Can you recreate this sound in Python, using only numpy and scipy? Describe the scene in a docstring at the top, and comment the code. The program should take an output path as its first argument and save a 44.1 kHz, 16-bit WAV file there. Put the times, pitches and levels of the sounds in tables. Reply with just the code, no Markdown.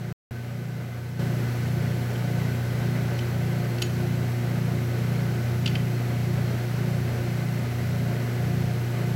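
"""Workshop, one microphone channel: a lathe's induction motor idles throughout, under the rush of fan and drive.
The rotor slips behind the mains field, so shaft tones and magnetic hum beat almost twice a second.
The first 1.2 s are quieter, with a short dropout to silence after 0.126 s; then the level steps up.
From 2.2 to 5.8 s a threaded steel rod, tried in a bronze nut close by, clicks a few times as filtered
noise bursts driving resonances, with a short room tail. The machine runs on to the end."""
import sys
import numpy as np
from scipy import signal
from scipy.fft import rfft, irfft
from scipy.io import wavfile

SR = 44100
rng = np.random.default_rng(int(sys.argv[2]) if len(sys.argv) > 2 else 0)


def wav_out(sig):
    """Save sig, one row per channel (or a flat mono array), as 16-bit PCM at SR to the path in sys.argv[1]."""
    wavfile.write(sys.argv[1], SR, np.round(np.clip(np.atleast_2d(sig).T, -1, 1) * 32767).astype(np.int16))


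N = 403515
TIME = np.arange(N) / SR  # s
FREQS = np.maximum(np.fft.rfftfreq(N, 1 / SR), 1)  # Hz

MAINS_HZ, SHAFT_HZ = 60.012, 29.563
BEAT_CREST_S = 1.8125  # reference time at which the motor tones are aligned, apart from their spread

# Slow sway of the main hum at twice the mains frequency. Each row: time in seconds, level in dB rms.
HUM_SWAY = [(1.25, -27), (3.95, -27.5), (5.65, -26), (7.38, -28), (8.7, -26.5), (9.0, -27.5)]
# The uneven air gap modulates that hum once a turn.
# Each row: shaft turns added to the hum frequency, level in dB against the hum.
AIR_GAP_TONES = [(1, -10), (2, -9.5), (3, -22), (4, -40.5), (13, -37.5)]
# Other magnetic hum. Each row: multiple of the mains frequency, level in dB rms.
MAINS_TONES = [(1.5, -43.5), (4, -43.5), (5, -57.5), (6, -47.5), (8, -58.5), (11, -62.5)]
# Unbalance and belt drive. Each row: multiple of the shaft speed, level in dB rms.
SHAFT_TONES = [(2, -64), (3, -42.5), (5, -36.5), (6, -42), (7, -61), (8, -62.5), (15, -58.5), (19, -60),
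               (24, -54.5), (30, -62)]

# Rush of fan and drive, before the housing. Each row: frequency in Hz, level in dB per Hz.
RUSH_SPECTRUM = [(25, -92), (60, -61), (130, -66), (240, -63), (300, -68), (600, -69.5), (1050, -77.5),
                 (2100, -76), (3550, -86), (5900, -87), (7400, -92.5), (8700, -96), (11500, -90.5),
                 (15800, -92.5)]
# Housing and guard resonances colouring the rush. Each row: centre in Hz, width in Hz, lift in dB.
HOUSING_RESONANCES = [(57, 9, -5), (210.5, 17, 5), (255, 12.5, 4), (350, 17, 8.5), (408, 19, 7.5),
                      (451.6, 9.6, 5), (568, 53, 4), (709.6, 22, 6), (747, 21, 4), (1253, 55, 3),
                      (1490, 123, 5), (1706, 28, 3), (2041, 65, 5), (2600, 100, 0.5), (3110, 200, 2),
                      (3900, 360, 2.5), (4420, 250, 1.5), (7850, 580, 5)]
# Thin steady whines of the drive. Each row: centre in Hz, width in Hz, level in dB rms.
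DRIVE_WHINES = [(4266, 25, -62), (6730, 14, -82)]
# The bearing whine is strongest at first and fades evenly.
BEARING_HZ, BEARING_WIDTH_HZ = 1518, 18
BEARING_START_DB, BEARING_FADE_DB_PER_S = -49.5, 1.3
# The belt drone swells once, then eases off.
BELT_CREST_S, BELT_CREST_DB, BELT_RISE_DB_PER_S, BELT_FALL_DB_PER_S = 3.8, -44, 3, 1.0

# Rod touching the nut. Each row: start in seconds, level in dB before the rod's overall lift,
# hardness as the graze's top frequency in Hz, share (0 to 1) that drives the free ringing.
ROD_TOUCHES = [(2.154, -23, 3500, 0), (3.055, -29, 3500, 0), (3.189, -18.5, 5500, .2),
               (3.782, -23, 6500, .1), (3.8193, -8.5, 12400, 0.61), (5.659, -9.5, 6540, 0.5),
               (5.6747, -13.5, 6000, .18), (5.752, -8, 3200, 0)]
# Rod and nut while they press together. Each row: centre in Hz, width in Hz, level in dB.
PRESSED_MODES = [(650, 400, -16), (1580, 220, -12), (2080, 260, -12), (2580, 170, -1), (3080, 220, 3),
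                 (4100, 400, -7), (4560, 400, -4), (6000, 1200, -12), (7850, 700, -13), (9750, 400, -11),
                 (12800, 1300, -12)]
# Rod ringing on once it comes free. Each row: centre in Hz, width in Hz, level in dB.
FREE_MODES = [(2620, 22, 0), (3490, 14, 4), (4580, 18, -2), (6760, 14, 5), (7020, 18, -2)]
# In every touch a thread crest grazes first, then the rod seats with a duller scrape.
GRAZE_DB, SEAT_DELAY_S, SEAT_TOP_SHARE, SCRAPE_DECAY_S = -3.5, .003, 0.76, 0.0028

SHOP_T60_S, SHOP_DB = 0.43, -11.5
# Overall level, silent in between. Each row: start in seconds, end in seconds, gain in dB.
LEVEL_STRETCHES = [(0, .126, -6.5), (.309, 1.192, -6.5), (1.192, 9.2, 0)]
CUTOFF_HZ = 15850


def from_db(db):
    """Decibels to gain."""
    return 10 ** (np.asarray(db) / 20)


def rms_one(x):
    """Scale to unit rms."""
    return x / np.sqrt(np.mean(x ** 2) + 1e-20)


def drift(rate):
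    """Slow chance with spread near 1, changing about rate times a second."""
    # twice-smoothed noise at one value per 100 samples; the first 2000 values let it settle
    r = np.exp(-200 * np.pi * rate / SR)
    noise = rng.standard_normal(N // 100 + 2002)
    slow = signal.lfilter([1], [1, -2 * r, r * r], noise)[2000:]
    return np.interp(np.arange(N) / 100, np.arange(len(slow)), rms_one(slow - slow.mean()))


def resonate(x, hz, width):
    """A two-pole resonance with gain about 1 at its peak."""
    r = np.exp(-np.pi * width / SR)
    feed = np.array([1, 0, -1]) * (1 - r * r) / 2
    feedback = [1, -2 * r * np.cos(2 * np.pi * hz / SR), r * r]
    return signal.lfilter(feed, feedback, x + 1e-18)


def partial(hz, waver_hz=640, waver_rate=1.77):
    """A motor tone of unit rms; the shorter its wavelength, the more it wavers in the room."""
    # bending waves in the bed spread the tones in time, which softens each throb
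    spread = ((hz - 2 * MAINS_HZ - SHAFT_HZ / 2) / 103) ** 2
    angle = 2 * np.pi * (hz * (TIME - BEAT_CREST_S) + spread)
    depth = (hz / waver_hz) ** 2
    in_phase = (1 + depth * drift(waver_rate)) * np.cos(angle)
    quadrature = depth * drift(waver_rate) * np.sin(angle)
    return rms_one(in_phase + quadrature)


def motor():
    """Magnetic tones and shaft tones lie a slip frequency apart and beat together."""
    hum_gain = from_db(np.interp(TIME, *np.transpose(HUM_SWAY)))
    field = partial(2 * MAINS_HZ)
    for turns, db in AIR_GAP_TONES:
        field = field + from_db(db) * partial(2 * MAINS_HZ + round(turns) * SHAFT_HZ)
    # mains multiples go in half steps
    iron = sum(from_db(db) * partial(round(2 * k) / 2 * MAINS_HZ) for k, db in MAINS_TONES)
    shaft = sum(from_db(db) * partial(round(k) * SHAFT_HZ) for k, db in SHAFT_TONES)
    return hum_gain * field + iron + shaft


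def fan_rush(flutter_db=1.0, flutter_rate=9):
    """Fan air and bearing noise: white noise shaped by a spectrum and the housing resonances."""
    hz, db = np.transpose(RUSH_SPECTRUM)
    colour_db = np.interp(np.log(FREQS), np.log(hz), db)
    for centre, width, lift in HOUSING_RESONANCES:
        colour_db = colour_db + lift / (1 + (2 * (FREQS - centre) / width) ** 2)
    white = rfft(rng.standard_normal(N))
    rush = irfft(white * from_db(colour_db) * np.sqrt(SR / 2), N)
    # the low, mechanical part flutters with the load; the hiss stays smoother
    rumble = signal.sosfilt(signal.butter(1, 2500, fs=SR, output="sos"), rush)
    return rush + rumble * (from_db(flutter_db * drift(flutter_rate)) - 1)


def drive_whines():
    """Narrow resonances driven by noise: steady drive whines and the fading bearing."""
    bearing_db = BEARING_START_DB - BEARING_FADE_DB_PER_S * TIME
    whines = list(DRIVE_WHINES) + [(BEARING_HZ, BEARING_WIDTH_HZ, bearing_db)]
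    total = np.zeros(N)
    for centre, width, db in whines:
        total += from_db(db) * rms_one(resonate(rng.standard_normal(N), centre, width))
    return total


def belt_drone():
    """A belt tone at twelve times the shaft speed, rising to one crest and easing off."""
    rise_db = BELT_RISE_DB_PER_S * (BELT_CREST_S - TIME)
    fall_db = BELT_FALL_DB_PER_S * (TIME - BELT_CREST_S)
    belt_db = BELT_CREST_DB - np.maximum(rise_db, fall_db)
    return from_db(belt_db) * partial(12 * SHAFT_HZ)


def rod(level_db=4):
    """Grazes and firmer scrapes of thread crests drive the rod; harder ones are brighter, a freed rod rings on."""
    force, free_force = np.zeros(N), np.zeros(N)
    age = TIME[:SR // 20]
    for start, seat_db, hardness_hz, free_share in ROD_TOUCHES:
        graze = (start, seat_db + GRAZE_DB, hardness_hz)
        seat = (start + SEAT_DELAY_S, seat_db, hardness_hz * SEAT_TOP_SHARE)
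        for onset, db, top_hz in (graze, seat):
            scrape = rng.standard_normal(len(age)) * np.exp(-age / SCRAPE_DECAY_S)
            soften = signal.butter(2, min(top_hz, .45 * SR), fs=SR, output="sos")
            touch = from_db(db + level_db) * signal.sosfilt(soften, scrape)
            first = round(onset * SR)
            span = slice(first, first + len(age))
            force[span] += touch
            free_force[span] += free_share * touch
    click = np.zeros(N)
    for k, (hz, width, db) in enumerate(PRESSED_MODES):
        click += (-1) ** k * from_db(db) * resonate(force, hz, width)  # signs alternate
    ring = sum(from_db(db) * resonate(free_force, hz, width) for hz, width, db in FREE_MODES)
    return click + ring


def workshop(x):
    """A short, diffuse tail from floor and machines: decaying noise convolved with the close sound."""
    age = TIME[:SR // 2]
    decay = from_db(-60 * age / SHOP_T60_S)
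    tail = rng.standard_normal(len(age)) * decay * (age > .004)  # the tail starts after 4 ms
    return x + from_db(SHOP_DB) * signal.fftconvolve(x, tail / np.linalg.norm(tail))[:N]


def scene():
    """The running machine, with the rod's clicks close by and their tail in the workshop."""
    machine = motor() + fan_rush() + drive_whines() + belt_drone()
    return (machine + workshop(rod()))[None, :]


def record(dry):
    """The level steps between stretches, with one short silence; a steep low-pass cuts the top."""
    gain = np.zeros(N)
    for start, end, db in LEVEL_STRETCHES:
        gain += from_db(db) * ((TIME >= start) & (TIME < end))
    low_pass = signal.ellip(12, .1, 90, CUTOFF_HZ, fs=SR, output="sos")
    return signal.sosfilt(low_pass, dry * gain)


dry = scene()
out = record(dry)
wav_out(out)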